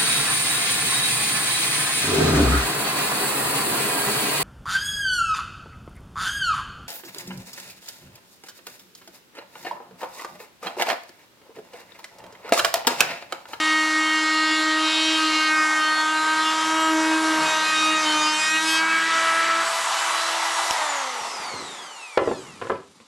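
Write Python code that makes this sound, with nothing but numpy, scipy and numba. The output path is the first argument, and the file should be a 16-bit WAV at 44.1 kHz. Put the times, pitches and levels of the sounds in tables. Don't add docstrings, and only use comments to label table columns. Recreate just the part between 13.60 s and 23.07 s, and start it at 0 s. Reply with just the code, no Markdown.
import sys
import numpy as np
from scipy import signal
from scipy.io import wavfile
from numba import njit

SR = 44100
rng = np.random.default_rng(int(sys.argv[2]) if len(sys.argv) > 2 else 0)


def wav_out(sig):
    wavfile.write(sys.argv[1], SR, np.round(np.clip(np.atleast_2d(sig).T, -1, 1) * 32767).astype(np.int16))


N = 417625
T = np.arange(N) / SR

# t/s, ring/dB, thud/dB, crack/dB (each relative), hardness/(dB/octave)
KNOCKS = [(7.61, -44, -53, -59, -19), (7.799, -37, -59, -50, -12), (7.937, -31, -42, -47, -13),
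          (8.02, -32, -50.5, -55, -10), (8.5736, -1.5, -33, -18, 4), (8.589, -17, -40, -45, 5),
          (8.614, -12, -47, -49, -6), (8.63, -26, -48, -41, 4), (8.674, -7.5, -44, -39, -2),
          (8.688, -17, -44, -39, -6), (8.712, -11, -39, -40, -3), (9.014, -25.5, -46, -39, 5),
          (9.022, -24, -43, -42, 4.5), (9.052, -28, -48, -49, 2), (9.069, -30, -48, -43, 7),
          (9.096, -19, -45, -44, 6), (9.101, -13, -45, -39, 5), (9.117, -18.5, -39, -40, -7),
          (9.155, -31, -44, -46, -15), (9.4, -51, -72, -53, 9)]
# f/Hz, level/dB, t60/s
BOARD_MODES = [(190.9, -14, 0.063), (290, -13, 0.092), (390.6, 1, 0.078), (472.4, -1, 0.069),
               (531, 1.5, 0.042), (642, -6, 0.051), (738, -9.5, 0.04), (860, -8.5, 0.047),
               (1011, -6, 0.049), (1152, -7, 0.03), (1363, -6.5, 0.036), (1723, -14, 0.042),
               (2050, -21.5, 0.043)]
# f/Hz, level/dB, t60/s
SWITCH_MODES = [(1500, -17, .006), (3040, -12, .005), (5000, -12.5, .004), (6800, -13, .005)]
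AIR_HZ = 130, 800, 1450, 3800, 9500
# f/Hz, relative density/dB
AIR_COLOUR = [(40, -64), (130, -45), (250, -27), (450, -18.5), (650, -14.5), (900, -7), (1150, -3),
              (1450, -9), (1900, -8.5), (2400, -10.5), (3500, -6.5), (8000, -17.5), (10000, -27),
              (12000, -35)]
# t/s, level/dB
RUMBLE = [(0, -83), (1.5, -76.5), (2.5, -82), (3.2, -72), (3.9, -68), (4.9, -78), (5.4, -72), (5.85, -71),
          (6.2, -93), (7.5, -101), (8.0, -63), (8.4, -89), (8.57, -102), (8.7, -54), (9.05, -60),
          (9.25, -71)]
# t/s, level/dB
ROAR = [(0, -49.5), (1.3, -51), (1.8, -47.5), (2.2, -46), (2.8, -49), (3.8, -44), (4.5, -46.5), (4.9, -51),
        (5.85, -47), (6.2, -41), (6.9, -37.5), (7.5, -34)]
RUSH = [(0, -42), (1.5, -40.5), (2.6, -40), (2.85, -36), (3.4, -37.5), (3.85, -36), (4.25, -40), (4.6, -37),
        (5, -40), (5.25, -32), (5.7, -30.5), (6.2, -35), (6.6, -34.5), (7.1, -39)]
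SPRAY = [(0, -35), (.2, -42), (1.15, -39), (1.45, -34.5), (1.7, -36), (1.85, -37.5), (1.95, -41.5),
         (2.6, -43.5), (2.85, -40.5), (3.6, -42), (4, -36.5), (4.38, -39), (4.46, -33), (4.6, -39),
         (4.8, -41), (5.3, -43), (5.5, -37), (6.2, -38), (6.9, -37)]
HISS = [(0, -48), (1.2, -52), (1.6, -48), (2.6, -49.5), (2.85, -47.5), (3.9, -45), (4.3, -49), (4.8, -46),
        (5.15, -46), (5.3, -48), (5.6, -43.5), (5.9, -46), (6.2, -41.5), (7.1, -43.5)]
# slope/(dB per dB of speed), board rub/dB, room floor/dB
WIND_DOWN = [(2.0, -69.5, -75), (2.0, -62, -72), (2.0, -61, -66), (2.0, -61.5, -70.5)]
# f/Hz, width/Hz, level/dB re roar
CAVITIES = [(900, 170, 5), (1290, 120, -4), (2000, 200, -2)]
# order, level/dB
BAR_LINES = [(12, -4), (24, 2), (25, -10), (36, -8), (48, -4), (59, -12), (60, -9), (61, -12), (72, -9),
             (84, -12), (96, -7), (120, -10)]
# t/s, level/dB
BAR_LEVEL = [(0, -44), (7.1, -45), (7.3, -39.5), (7.8, -41), (8.2, -43.5), (8.55, -44.5), (8.8, -47),
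             (9, -52.5), (9.3, -68)]
LIVE_BARS_DB = {24: 0, 25: -5}
# f/Hz, gain/dB
CAN_RESPONSE = [(500, -16), (1500, -10), (2100, 2), (2600, 1), (3700, -4), (5000, 0), (6000, -5), (6900, 1),
                (8300, -4), (9300, -7), (10500, -24)]
# t/s, sigma/s, level/dB
RASPS = [(0.9, .06, -43), (1.4, 0.17, -42), (4.47, 0.049, -45)]
RASP_LINES_DB = {8.5: -1, 9.5: 1, 10.5: -5, 11.5: -3, 12.5: 2, 13.5: -4, 14.5: -5, 15.5: -1, 16.5: -5}
# t/s, level/dB
JUDDERS = [(3.82, -45), (4.599, -55.5)]
# t/s, f/Hz, first order level/dB
SHAFT = [(0, 312.1, -30.5), (.7, 312.5, -31), (1.2, 312.7, -28), (1.52, 316.5, -27.5), (1.7, 312, -28.5),
         (2.25, 309.7, -37), (2.95, 315, -34.5), (3.22, 319.1, -28), (3.35, 316.2, -24.5),
         (3.6, 317.5, -23.5), (3.8, 314.4, -29.5), (3.9, 314.5, -39), (4.1, 312.7, -43), (4.22, 312, -30.5),
         (4.33, 313.3, -30.5), (4.41, 312.4, -36), (4.47, 308.2, -30), (4.62, 306.5, -32),
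         (4.75, 308.9, -35.5), (4.84, 311.6, -51), (4.95, 315.2, -33.5), (4.995, 316, -41),
         (5.04, 318, -31.5), (5.3, 323.9, -35.5), (5.6, 327.3, -43.5), (6.0, 330.8, -41.5),
         (6.1, 331.7, -62), (6.6, 331.4, -48.5), (7.11, 332, -49), (7.15, 331.6, -62), (7.2, 332.5, -50.5),
         (7.7, 333, -53)]
MAIN_ORDERS = 1, 2, 3, 4, 5, 6, 7, 8, 10, 12, 14
# in wood/dB, lifted/dB
MAIN_BASE = [(-45, -40), (-38.5, -37.5), (-36.5, -40), (-35, -40.5), (-37.5, -39.5), (-38, -50),
             (-42.5, -47), (-40.5, -49), (-42.5, -49), (-45, -52)]
# order, level/dB re bite
UPPER_ORDERS = [(9, -14.5), (11, -20), (13, -21), (16, -20), (20, -24), (24, -31.5), (30, -31.5),
                (36, -35.5)]
# t/s, bite/dB, tilt/(dB/octave), even order gain from two flutes/dB
CUT = [(0, -21.5, -0.5, 1), (1.1, -20.5, 0, -3), (1.5, -15, -3.5, 5), (1.9, -20, -1.5, 3),
       (2.7, -19, -0.5, -4), (3.1, -22, 0.5, 5), (3.68, -23.5, 0.5, 0.5), (4.1, -18.5, 1, 0),
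       (4.45, -20.5, 1, 10), (4.6, -19, 0.5, 1), (4.75, -15, -0.5, 9), (5.0, -18.5, 0.5, 3),
       (5.07, -16.5, 2, 6), (5.17, -11, -2, 3), (5.23, -20, -4, -2), (5.7, -21.5, -9, 9),
       (6.1, -25.5, 2.5, -3.5), (7.1, -27.5, 3.5, 4)]
# t/s, length/s, order, level/dB
SINGS = [(0.0, 0.22, 9, -35.0), (0.0, 0.22, 10, -34.5), (0, 0.22, 15, -44), (0, 1.1, 7, -29.5),
         (0, 1.2, 6, -26.5), (0, 1.29, 4, -28.5), (0.02, 0.19, 12, -36.5), (0.0, 1.16, 14, -36.5),
         (0.39, 0.21, 9, -35), (0.4, 0.13, 10, -34), (0.55, 0.32, 16, -39.5), (0.55, 0.57, 17, -43.5),
         (0.57, 0.061, 10, -33), (0.6, 0.5, 22, -45.5), (0.73, 0.25, 9, -35), (0.56, 0.33, 13, -39.0),
         (0.63, 0.4, 11, -39), (0.82, 0.24, 5, -32.5), (0.85, 0.063, 10, -36), (0.951, 0.21, 13, -35),
         (1, 0.57, 2, -40), (1.06, 0.073, 10, -32), (1.19, 0.22, 10, -32), (1.234, 0.36, 12, -32),
         (1.24, 0.23, 7, -32.5), (1.24, 0.39, 8, -33.5), (1.252, 0.08, 11, -37), (1.2, 0.29, 9, -36.5),
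         (1.31, 0.59, 14, -35.5), (1.26, 0.2, 13, -36.0), (1.39, 0.2, 10, -28), (1.56, 0.59, 4, -25.5),
         (1.58, 0.076, 5, -27.5), (1.59, 0.31, 9, -33), (1.61, 0.32, 13, -35), (1.62, 0.27, 10, -32.5),
         (1.7, 0.49, 7, -29.5), (1.73, 0.31, 8, -36), (1.8, 1.02, 5, -26.5), (1.855, 0.58, 6, -28.5),
         (1.952, 0.25, 22, -45), (2.15, 0.17, 10, -34.0), (2.154, 1.17, 4, -24.5), (2.2, 0.11, 9, -35),
         (2.2, 0.23, 14, -37), (2.381, 0.65, 3, -30.5), (2.55, 0.3, 13, -37.5), (2.81, 0.5, 10, -35.5),
         (2.8, 0.26, 11, -37), (2.825, 0.11, 9, -31.5), (3.03, 1.21, 5, -29.5), (3.08, 0.96, 3, -29),
         (3.11, 0.89, 2, -34), (3.17, 0.1, 24, -39), (3.17, 0.15, 9, -36), (3.39, 0.15, 24, -46),
         (3.431, 0.18, 8, -35.5), (3.58, 0.27, 4, -29.5), (3.836, 0.12, 8, -32), (3.85, 0.1, 24, -39),
         (3.86, 0.11, 12, -34), (3.89, 0.26, 6, -29.5), (3.93, 0.52, 4, -26.5), (3.98, 0.15, 13, -37.5),
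         (4.039, 0.38, 8, -29), (4.06, 0.22, 10, -38), (4.139, 0.25, 12, -31.5), (4.167, 0.1, 18, -37),
         (4.2, 0.15, 15, -39.0), (4.26, 0.39, 2, -37), (4.18, 0.24, 14, -41), (4.302, 0.12, 6, -28),
         (4.435, 0.36, 3, -29.5), (4.443, 0.15, 10, -28.5), (4.47, 0.09, 14, -34), (4.49, 0.25, 5, -30.5),
         (4.52, 0.16, 8, -31.5), (4.533, 0.17, 4, -27), (4.56, 0.14, 22, -38), (4.58, 0.074, 12, -32),
         (4.58, 0.11, 20, -39), (4.601, 0.13, 16, -32), (4.63, 0.12, 17, -39.5), (4.63, 0.15, 10, -31),
         (4.65, 0.12, 14, -37), (4.67, 0.12, 9, -35), (4.7, 0.09, 18, -40.0), (4.72, 0.13, 8, -29),
         (4.76, 0.22, 24, -40), (4.77, 0.12, 26, -37), (4.78, 0.14, 22, -40), (4.79, 0.1, 16, -31),
         (4.8, 0.34, 5, -30.5), (4.81, 0.19, 6, -27), (4.82, 0.059, 12, -34), (4.82, 0.23, 4, -30),
         (4.831, 0.14, 18, -37), (4.86, 0.14, 8, -26), (4.919, 0.11, 12, -32.5), (4.99, 0.35, 3, -31.5),
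         (5.019, 0.17, 25, -40), (5.034, 0.16, 16, -33), (5.06, 0.15, 14, -36), (5.06, 0.15, 8, -30),
         (5.07, 0.06, 12, -38), (5.07, 0.12, 20, -37), (5.093, 0.1, 10, -30), (5.099, 0.089, 15, -39.5),
         (5.104, 0.44, 5, -26.5), (5.178, 0.22, 7, -30), (5.18, 0.33, 4, -29), (5.289, 0.048, 8, -29),
         (5.41, 0.48, 6, -31.5), (5.462, 0.34, 5, -31.5), (5.466, 0.27, 3, -31), (5.505, 0.51, 4, -24.5),
         (5.54, 0.67, 2, -34), (6.01, 0.16, 24, -42.0), (6.5, 0.21, 12, -41)]
# t/s, lower sideband level/dB
MAINS_LEVEL = [(0, -65.5), (3, -64.5), (4, -52), (5.5, -55.5), (6, -62), (6.3, -75), (7.1, -82)]

LIFT_S, LIFT_RAMP_S = 6.0, 0.07
SWITCH_S, SNAP_DB, RING_DELAY_S = 7.109, -5, .0006
COAST_S, COAST_EXPONENT = 2.84, 1.77
BITE_SHARE, BITE_REF_DB, BITE_FADE_DB_PER_S = 0.73, -19.5, 69
SING_EDGE_S = 0.041
JUDDER_SIGMA_S, JUDDER_BASE_DB = 0.067, -74
RUB_FROM_S, RUB_TO_S, RUB_EDGE_S = 8.0, 9.1, 0.13
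END_DIP_S, END_DIP_SIGMA_S, END_DIP_DB = 9.6, 0.086, -1
SHOP_T60_S, SHOP_DB = 0.3, -12
DUCK_ABOVE_DB, DUCK_RATIO, DUCK_ATTACK_S, DUCK_RELEASE_S = -10, 3, 0.0011, 0.094
TOP_HZ = 11900


def undb(db):
    return np.exp(np.asarray(db) * np.log(10) / 20)


def power_sum_db(*db):
    return 20 * np.log10(np.sqrt(sum(undb(d) ** 2 for d in db)))


def curves(rows):
    t_s, *columns = np.transpose(rows)
    return [np.interp(T, t_s, c) for c in columns]


def ramp(start_s, length_s):
    return np.clip((T - start_s) / length_s, 0, 1)


def bump(centre_s, sigma_s):
    return np.exp(-((T - centre_s) / sigma_s) ** 2 / 2)


def burst(start_s, db, decay_s):
    return undb(db) * (T >= start_s) * np.exp(-np.maximum(T - start_s, 0) / decay_s)


def walk(rate_hz):
    count = int(rate_hz * N / SR) + 2
    return 1.426 * np.interp(T * rate_hz, np.arange(count), rng.standard_normal(count))


def tone(cycles, rms_db):
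    return np.sqrt(2) * undb(rms_db) * np.sin(2 * np.pi * (cycles + rng.random()))


@njit
def bandpass(x, hz, width_hz):
    y, band, low = np.empty(len(x)), 0., 0.
    g, k = np.tan(np.pi * hz / SR), width_hz / hz
    for i in range(len(x)):
        v = (band + g * (x[i] - low)) / (1 + g * (g + k))
        band, low, y[i] = 2 * v - band, low + 2 * g * v, k * v
    return y


def noise_band(hz, width_hz):
    band = bandpass(bandpass(rng.standard_normal(N), hz, width_hz), hz, width_hz)
    return band / band.std()


@njit
def peak_envelope(x, attack_s, release_s):
    attack, release = 1 / (attack_s * SR), 1 / (release_s * SR)
    level, out = 0., np.empty(len(x))
    for i in range(len(x)):
        level += (abs(x[i]) - level) * (attack if abs(x[i]) > level else release)
        out[i] = level
    return out


def coast():
    return (1 - ramp(SWITCH_S, COAST_S)) ** COAST_EXPONENT


def shop_reverb(x):
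    echo = bandpass(rng.standard_normal(SR // 2), 500., 2210.)
    echo *= np.exp(-np.log(1000) * T[:SR // 2] / SHOP_T60_S)
    echo[:200] = 0
    return undb(SHOP_DB) * signal.fftconvolve(x, echo / np.sqrt(np.sum(echo ** 2)))[:N]


def board_knocks():
    t_s, out = T[:SR // 3], np.zeros(N + SR)
    hz, mode_db, t60_s = np.transpose(BOARD_MODES)[:, :, None]
    onset = np.minimum(t_s / 0.0014, 1) ** 2
    edge_sos = signal.butter(4, (600, 3100), "band", fs=SR, output="sos")
    scatter = rng.standard_normal((len(KNOCKS), 3, len(BOARD_MODES), 1))
    for (start_s, ring_db, thud_db, crack_db, tilt_db), (gain, detune, phase) in zip(KNOCKS, scatter):
        weight = undb(mode_db + tilt_db * np.log2(hz / 450) + 2.13 * gain)
        modes = weight * np.sin(2 * np.pi * (hz * (1 + 0.024 * detune) * t_s + 0.18 * phase))
        ring = (modes * np.exp(-np.log(1000) * t_s / t60_s)).sum(axis=0) * undb(ring_db - 6)
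        thud = undb(thud_db) * np.sin(2 * np.pi * 95 * t_s) * np.exp(-t_s / 0.02)
        contact = rng.standard_normal(len(t_s)) * np.exp(-t_s / 0.0071)
        crack = signal.sosfilt(edge_sos, contact) * undb(crack_db + 14)
        slap = bandpass(rng.standard_normal(len(t_s)), 3500., 3000.) * np.exp(-t_s / 0.003)
        slap *= undb(2 * crack_db + 13)
        i = int(start_s * SR)
        out[i:i + len(t_s)] += onset * (ring + thud + crack + slap)
    return out[:N] + shop_reverb(out)


def switch():
    ring_s = SWITCH_S + RING_DELAY_S
    ring = sum(burst(ring_s, db, t60_s / np.log(1000)) * np.sin(2 * np.pi * hz * (T - ring_s))
               for hz, db, t60_s in SWITCH_MODES)
    noise = burst(SWITCH_S, SNAP_DB, 0.0012) * rng.standard_normal(N)
    snap = bandpass(bandpass(noise, 4540., 6000.), 4500., 5970.)
    thump = bandpass(burst(SWITCH_S, -43.5, 0.0018), 90., 147.5)
    return ring + snap + thump


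def air_levels_db():
    speed_db = 20 * np.log10(coast())
    rub_gate_db = -30 * (1 - ramp(RUB_FROM_S, RUB_EDGE_S) + ramp(RUB_TO_S, RUB_EDGE_S))
    dip_db = END_DIP_DB * bump(END_DIP_S, END_DIP_SIGMA_S)
    bands_db = [power_sum_db(curves(rows)[0] + slope * speed_db + dip_db, rub_db + rub_gate_db, room_db)
                for rows, (slope, rub_db, room_db) in zip((ROAR, RUSH, SPRAY, HISS), WIND_DOWN)]
    return np.array(curves(RUMBLE) + bands_db)


def housing_cavities():
    roar_db = air_levels_db()[1]
    return sum(noise_band(float(hz), 1.9 * width_hz) * undb(roar_db + db + 2.07 * walk(18))
               for hz, width_hz, db in CAVITIES)


def cooling_air(turns):
    colour_hz, colour_db = np.transpose(AIR_COLOUR)
    levels_db = air_levels_db()
    gust_db, out = 0.18 * walk(3.8), 0
    for hz in 57 * 2 ** np.arange(0, 7.8, 1 / 3):
        weights = np.array([np.interp(np.log(hz), np.log(AIR_HZ), row) for row in np.eye(5)])
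        points_hz = [hz, *AIR_HZ]
        power_db = np.interp(np.log(points_hz), np.log(colour_hz), colour_db) + 10 * np.log10(points_hz)
        housing_db = power_db[0] - weights @ power_db[1:]
        db = weights @ levels_db + housing_db + gust_db + 1.37 * walk(12)
        out += undb(db) * noise_band(hz, hz / 3)
    return out * (1 + 0.16 * np.cos(2 * np.pi * turns))


def commutator(shaft_hz, turns):
    level_db = curves(BAR_LEVEL)[0]
    uneven_turns = turns + .0025 * np.sin(2 * np.pi * turns) + .001 * walk(120)
    out = 0
    for k, db in BAR_LINES:
        patchy_db = (.6 + .4 * ramp(SWITCH_S, .2)) * (2.5 * walk(60) - 4 * np.abs(walk(8)))
        live_db = LIVE_BARS_DB.get(k, 0) * (T < SWITCH_S)
        can_db = np.interp(k * shaft_hz, *np.transpose(CAN_RESPONSE))
        line = tone(k * uneven_turns, level_db + db + live_db + can_db + patchy_db)
        out += line * (k * shaft_hz < TOP_HZ)
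    return out


def magnetic_pull(turns):
    level_db = curves(MAINS_LEVEL)[0]
    return sum(tone(turns + offset_hz * T, level_db + db + 3 * walk(6))
               for offset_hz, db in ((-120, 0), (120, -4)))


def bit_judder(turns, fade_db):
    base_db = JUDDER_BASE_DB - 12 * ramp(LIFT_S, LIFT_RAMP_S) + fade_db
    swell_db = sum((db - JUDDER_BASE_DB) * bump(t_s, JUDDER_SIGMA_S) for t_s, db in JUDDERS)
    return sum(tone(k * turns, base_db + swell_db + 2.5 * walk(12)) for k in (.5, 1.5))


def bit_rasp(turns):
    swell = sum(undb(db) * bump(t_s, sigma_s) for t_s, sigma_s, db in RASPS)
    return swell * sum(tone(k * turns, db + 2.5 * walk(14)) for k, db in RASP_LINES_DB.items())


def sing_db(k, level_db):
    for start_s, length_s, order, db in SINGS:
        if order == k:
            rise_s = start_s - SING_EDGE_S / 2
            gate = ramp(rise_s, SING_EDGE_S) - ramp(rise_s + length_s, SING_EDGE_S)
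            level_db = level_db + gate * (db - level_db)
    return level_db


def upper_whine(turns):
    bite_db, tilt_db, even_db = curves(CUT)
    bite_db -= BITE_FADE_DB_PER_S * np.maximum(T - SWITCH_S, 0)
    out = 0
    for k in sorted(set(range(9, 37)) - set(MAIN_ORDERS)):
        db = np.interp(k, *np.transpose(UPPER_ORDERS)) + bite_db
        db += tilt_db * np.log2(k / 9) + even_db * (k % 2 == 0)
        db -= 4.5 * np.abs(walk(2.5))
        db -= (1.5 + 0.9 * np.abs(even_db)) * np.abs(walk(14))
        out += tone(k * turns, sing_db(k, db) + 2.1 * walk(24))
    return out


def main_whine(turns, fade_db):
    first_db = curves(SHAFT)[1]
    bite_db, _, even_db = curves(CUT)
    lifted = ramp(LIFT_S, LIFT_RAMP_S)
    levels_db, out = [first_db], 0
    for k, (wood_db, clear_db) in zip(MAIN_ORDERS[1:], MAIN_BASE):
        cutting_db = wood_db + BITE_SHARE * (bite_db - BITE_REF_DB) * (k > 7)
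        levels_db.append(cutting_db + lifted * (clear_db - cutting_db))
    for k, db in zip(MAIN_ORDERS, levels_db):
        flicker_db = 1.02 * walk(25) + (0.48 + 0.063 * k) * walk(5)
        chatter_db = 0.21 * (k > 7) * np.abs(even_db) * (.8 - np.abs(walk(20)))
        out += tone(k * turns, sing_db(k, db) + k * fade_db + flicker_db + chatter_db)
    return out


def scene():
    shaft_hz = curves(SHAFT)[0] * coast()
    turns = np.cumsum(shaft_hz * (1 + 0.00065 * walk(40))) / SR
    fade_db = -800 * (1 - coast()) ** 4
    mono = main_whine(turns, fade_db) + upper_whine(turns) + bit_judder(turns, fade_db)
    mono += magnetic_pull(turns) + bit_rasp(turns) + commutator(shaft_hz, turns)
    mono += cooling_air(turns) + housing_cavities() + switch() + board_knocks()
    return np.array([mono, mono])


def record(dry):
    ceiling, lag = .37, int(.004 * SR)
    dry = signal.sosfilt(signal.butter(2, 30, "high", fs=SR, output="sos"), dry)
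    peak = peak_envelope(dry[0], DUCK_ATTACK_S, DUCK_RELEASE_S)
    gain = np.minimum(undb(DUCK_ABOVE_DB) / (peak + 1e-9), 1) ** (1 - 1 / DUCK_RATIO)
    ducked = dry * np.concatenate([np.ones(lag), gain[:-lag]])
    clipped = ducked / (1 + np.abs(ducked / ceiling) ** 6) ** (1 / 6)
    return signal.sosfilt(signal.ellip(10, .2, 60, TOP_HZ, fs=SR, output="sos"), clipped)


dry = scene()
out = record(dry)
wav_out(out)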